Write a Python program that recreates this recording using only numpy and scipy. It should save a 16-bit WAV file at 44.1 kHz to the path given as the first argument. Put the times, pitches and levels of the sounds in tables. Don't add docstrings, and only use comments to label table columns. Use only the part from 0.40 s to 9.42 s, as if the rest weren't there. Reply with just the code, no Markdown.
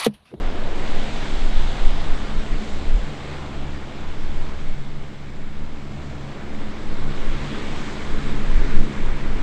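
import sys
import numpy as np
from scipy import signal
from scipy.fft import next_fast_len
from scipy.io import wavfile
from scipy.ndimage import uniform_filter1d

SR = 44100
rng = np.random.default_rng(int(sys.argv[2]) if len(sys.argv) > 2 else 0)


def volts_from_db(level):
    exponent = np.asarray(level, float) / 20
    return 10 ** exponent


def generate_wav(signal):
    frames = np.transpose(np.atleast_2d(signal))
    scaled = np.clip(frames, -1, 1) * 32767
    pcm = np.round(scaled).astype(np.int16)
    wavfile.write(sys.argv[1], SR, pcm)


N = 397782

BLADE_RATES = [
    69.0,
    70.3,
    71.5,
    73.6,
]
ORDER_LEVELS = [-43, -42.5, -45]
ORDER_TURN_CHANGES = [-3.5, 3, 5]
ORDER_PATH_SHARES = [0.0, .1, 0.47]
# order, level_db
UPPER_ORDERS = [(4, -9), (5, -15), (6, -13.5)]
# peak_s, length_s, change_db
FIRST_ORDER_BEATS = [(.97, 0.18, -22), (1.64, .15, 5.5), (2.1, .2, 6), (2.38, .25, 7), (2.75, .2, -4),
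                     (3.0, 0.14, 7), (3.35, 0.18, 3), (3.48, .1, -10), (3.95, 0.87, 5.5), (4.73, .15, -7),
                     (5.0, 0.18, 3.5), (5.65, .5, 4.5), (6.5, .3, 2), (6.95, .15, 3.5), (7.75, 0.32, 8),
                     (8.22, .25, -4)]
SECOND_ORDER_BEATS = [(.1, .3, -8), (.97, .15, -7), (1.25, .2, 4), (1.45, 0.17, -9), (2.0, .3, 3.5),
                      (2.7, 0.13, 5.5), (2.93, 0.14, 8), (3.2, 0.26, 5.5), (4.0, 0.13, 4.5),
                      (4.45, .3, 4.5), (5.33, .2, -6.5), (5.7, 0.48, 5), (6.2, 0.35, -4.5),
                      (6.7, 0.15, 8.5), (7.03, 0.23, 7), (7.85, 0.52, 6), (8.4, 0.36, 5.5), (8.88, .12, 4)]
THIRD_ORDER_BEATS = [(.7, 0.37, 2.5), (1.15, 0.19, 5), (1.65, .2, -4), (1.95, 0.35, 6.5), (2.28, .3, 9),
                     (2.6, .3, 3), (5.3, 0.51, 4.5), (5.55, 0.13, 4), (6.15, 0.37, 7), (6.65, .5, 5),
                     (7.15, 0.38, 5.5), (7.37, .15, -12), (7.88, 0.27, 8.5), (8.45, 0.41, 8),
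                     (8.92, 0.17, 4.5)]
# time_s, turn_share (0 side on, 1 tail on)
HEADING = [
    (0, 0.0033),
    (2, .15),
    (4.5, .5),
    (6.5, 0.842),
    (9.02, 1),
]
# time_s, carried_db, clearness_db_per_octave
AIR_PATH = [(0.0, 2.5, -1.4), (.3, 2.5, -0.9), (.5, 5, 0.25), (.85, 5, 0.7), (1.15, 3.5, 0.65),
            (1.4, 4.3, 0.5), (1.9, 2, 0.44), (2.9, 0.5, 0), (3.3, -1.5, -0.5), (4.1, -2, .3), (4.7, -6, 0),
            (5.15, -6, -0.1), (6.0, -3, -0.3), (6.5, -0.5, -0.4), (7.1, 3, 0.4), (7.5, 3, 0.5),
            (8.3, 2, 0.1), (9.02, 1, -0.5)]
# pitch_hz, density_db
ROAR_SPECTRUM = [(40, -7), (90, -6.5), (170, -10), (290, -8.5), (480, -13.5), (800, -17), (950, -18),
                 (2250, -22.5), (2600, -25), (3600, -25.5), (5500, -36.5), (8000, -39.5), (9600, -55.5),
                 (11100, -62)]
# pitch_hz, change_db
TAIL_COLOUR = [(100, 1), (350, 3.9), (700, -3.5), (1100, 3), (2300, 1.5), (2700, -1), (3600, -1.5),
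               (5500, 0)]
# peak_s, length_s, centre_hz, gain_db
AIR_LENSES = [(0.548, 0.26, 2000, 2), (.9, 0.36, 2530, 0.5), (1.25, 0.54, 3500, 2), (1.5, 0.44, 850, 2.5),
              (2.3, 0.21, 6500, 3.5), (2.902, .25, 2100, 2.5), (.15, .3, 1400, 3), (.3, 0.56, 450, 2),
              (1.85, 0.46, 1400, 3), (3.0, .2, 1100, 3.5), (3.7, .2, 1200, 1.5), (4.07, .25, 1000, 4),
              (4.6, .8, 320, -1), (5.7, 0.65, 6000, 2), (6.8, 0.37, 350, 0.5), (8.4, .5, 380, 2),
              (5.75, 0.77, 670, 3.5), (7.097, 0.5, 3250, 2.5), (7.45, 0.24, 6500, 2), (8.2, 0.41, 1800, 3),
              (8.297, .15, 5000, 3), (8.752, .3, 2090, 3.5)]
# pitch_hz, width_hz, level_db
WHINE_LINES = [(191.8, 10, -50), (292, 10, -53), (2127, 14, -63.5), (2177, 20, -62), (2250, 20, -63),
               (5100, 150, -70), (7262, 30, -73), (7300, 30, -75)]
# peak_s, length_s, heave_db, buffet_db
WIND_GUSTS = [(.05, 0.081, -24, -14.5), (.28, 0.27, -16.5, -27), (.53, 0.17, -11.5, -24),
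              (.75, 0.31, -26, -25), (1.05, 0.27, -13.5, -16.5), (1.23, 0.19, -20.5, -12.5),
              (1.48, .16, -11.5, -10.5), (1.74, 0.24, -13.5, -18), (1.97, 0.13, -25, -16),
              (2.14, 0.1, -18, -15.5), (2.35, 0.11, -17.5, -30), (2.55, .16, -17, -10.5),
              (3.25, 0.23, -36, -27), (3.7, 0.41, -26.5, -34), (3.97, 0.33, -18, -25),
              (4.32, 0.19, -16.5, -30), (4.56, .2, -25.5, -37), (5.18, 0.39, -22.5, -31),
              (6.2, 0.23, -23, -38), (6.5, 0.11, -14.5, -22), (6.65, 0.18, -15.5, -30),
              (6.86, 0.14, -13, -20), (7.05, .25, -29, -25.5), (7.35, 0.29, -26, -34),
              (7.75, .2, -18, -20.5), (7.95, 0.17, -14, -26), (8.14, .25, -12.5, -12),
              (8.38, 0.12, -5, -25.5), (8.66, 0.23, -18.5, -18), (8.97, 0.37, -17.5, -19.5)]
CALM_LEVELS = [-32.5, -62]
# pitch_hz, density_db
HEAVE_SPECTRUM = [(2, -25), (5, -1.5), (11, 15), (16, 3.5), (24, -30.5), (60, -69.5), (400, -150)]
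BUFFET_SPECTRUM = [(8, -25.5), (17, 7), (24, -4), (38, -12.5), (60, -25.5), (110, -44.5), (300, -69.5),
                   (1500, -150)]
# pitch_hz, density_db
HISS_SPECTRUM = [(6000, -106), (11000, -106), (13000, -106), (14000, -107), (15700, -107)]


def drone(turns):
    all_beats = [FIRST_ORDER_BEATS, SECOND_ORDER_BEATS, THIRD_ORDER_BEATS]
    levels = []
    for k, beats in enumerate(all_beats):
        level_db = ORDER_LEVELS[k] + ORDER_TURN_CHANGES[k] * (column(HEADING, 1) - 0.5)
        level_db = level_db + ORDER_PATH_SHARES[k] * column(AIR_PATH, 1)
        _, _, beat_db = np.transpose(beats)
        levels.append(volts_from_db(level_db + swells(beats, beat_db)))
    first = order(turns, 1)
    second = order(turns, 2)
    upper = order(turns, 3)
    for k, db in UPPER_ORDERS:
        upper = upper + volts_from_db(db) * order(turns, round(k))
    return levels[0] * first + levels[1] * second + levels[2] * upper


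def blades():
    doppler = -0.012
    heard_s = np.cumsum(1 + doppler * (column(HEADING, 1) - 0.5)) / SR
    return [hz * heard_s + rng.random() + 0.05 * drift(2.0).real for hz in BLADE_RATES]


def order(turns, k):
    lines = sum(np.exp(2j * np.pi * k * turn) * (1 + 0.4 * drift(2.0 * k)) for turn in turns)
    return steadied(evened(lines), 0.57, size=2200)


def roar(turns):
    frames = N // 256 + 5
    hz = np.fft.rfftfreq(1024, 1 / SR)
    t = np.arange(frames) * 256 / SR
    real, imaginary, patches = rng.standard_normal((frames, 513, 3)).T
    patches = uniform_filter1d(patches, size=24, axis=0)
    patches = evened(uniform_filter1d(patches, size=10, axis=1))
    flicker = evened(uniform_filter1d(rng.standard_normal(frames), size=5))

    octaves = np.log2(np.clip(hz, 400, 7000) / 1500)[:, None]
    path_db = column(AIR_PATH, 1, t) + octaves * column(AIR_PATH, 2, t)
    path_db = path_db * np.clip(hz / 250, 0.3, 1)[:, None]
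    turn_db = read(TAIL_COLOUR, hz)[:, None] * (column(HEADING, 1, t) - 0.5)
    patch_db = 0.8 * patches * np.clip(hz / 1500, 0.3, 1)[:, None]
    field_db = read(ROAR_SPECTRUM + [(16000, -82)], hz)[:, None]
    field_db = field_db + path_db + turn_db + lenses(hz, t) + patch_db + 0.22 * flicker

    field = (real + 1j * imaginary) * volts_from_db(field_db)
    wide = evened(signal.istft(field, nperseg=1024, noverlap=768)[1][:N])
    middle_band = signal.butter(1, [1200, 4500], "band", fs=SR, output="sos")
    middle = signal.sosfilt(middle_band, wide)
    chop = 0.14 * np.cos(2 * np.pi * turns[3]) + 0.04 * np.cos(2 * np.pi * turns[2])
    return volts_from_db(-33.5) * (wide + chop * middle)


def lenses(hz, t):
    peak_s, length_s, centre_hz, gain_db = np.transpose(AIR_LENSES)
    octaves = np.log2((hz[:, None] + 1) / centre_hz)
    over_pitch = np.exp(-(octaves / 0.43) ** 2)
    over_time = np.exp(-(2 * (t[:, None] - peak_s) / length_s) ** 2)
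    return (over_pitch * gain_db) @ over_time.T


def whine():
    t = np.arange(N) / SR
    lines = np.zeros(N)
    for hz, width_hz, db in WHINE_LINES:
        tone = drift(width_hz / 2) * np.exp(2j * np.pi * hz * t)
        lines += volts_from_db(db) * np.sqrt(2) * tone.real
    carried_db = column(AIR_PATH, 1)
    return lines * volts_from_db(0.3 * (carried_db - carried_db.mean()))


def wind():
    _, _, heave_db, buffet_db = np.transpose(WIND_GUSTS)
    heave = volts_from_db(CALM_LEVELS[0]) + swells(WIND_GUSTS, volts_from_db(heave_db))
    buffet = volts_from_db(CALM_LEVELS[1]) + swells(WIND_GUSTS, volts_from_db(buffet_db))
    slow = heave * steadied(coloured(HEAVE_SPECTRUM), 0.86, size=2500)
    quick = buffet * steadied(coloured(BUFFET_SPECTRUM), 0.79, size=2000)
    return slow + quick


def electronic_hiss():
    return volts_from_db(-75) * coloured([(1000, -140)] + HISS_SPECTRUM + [(20000, -115)]).real


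def column(rows, index, t=None):
    rows = np.array(rows)
    return np.interp(np.arange(N) / SR if t is None else t, rows[:, 0], rows[:, index])


def read(points, hz):
    point_hz, value = np.transpose(points)
    return np.interp(np.log(hz + 1), np.log(point_hz + 1), value)


def swells(rows, heights):
    t = np.arange(0, N + 64, 64) / SR
    rows = np.array(rows)
    bells = np.exp(-(2 * (t[:, None] - rows[:, 0]) / rows[:, 1]) ** 2)
    return np.interp(np.arange(N) / SR, t, bells @ heights)


def evened(x):
    return x / np.sqrt(np.mean(abs(x) ** 2) + 1e-20)


def coloured(points):
    size = next_fast_len(N)
    hz = np.fft.fftfreq(size, 1 / SR)
    spectrum = np.fft.fft(rng.standard_normal(size)) * volts_from_db(read(points, abs(hz))) * (hz > 0)
    return evened(np.fft.ifft(spectrum)[:N])


def drift(top_hz):
    hz = top_hz * rng.standard_normal(40)
    t = np.arange(0, N + 32, 32) / SR
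    coarse = np.exp(2j * np.pi * (hz[:, None] * t + rng.random((40, 1)))).sum(0)
    return evened(np.interp(np.arange(N) / SR, t, coarse))


def steadied(z, share, size):
    slow = np.sqrt(uniform_filter1d(abs(z) ** 2, size) + 0.022)
    return evened((z / slow ** np.clip(share, 0, 1)).real)


def scene():
    turns = blades()
    return (drone(turns) + roar(turns) + whine() + wind())[None]


def top_cut(x):
    return signal.sosfilt(signal.butter(12, 15760, fs=SR, output="sos"), x)


def record(dry):
    mix = dry + electronic_hiss()
    return top_cut(mix)


dry = scene()
out = record(dry)
generate_wav(out)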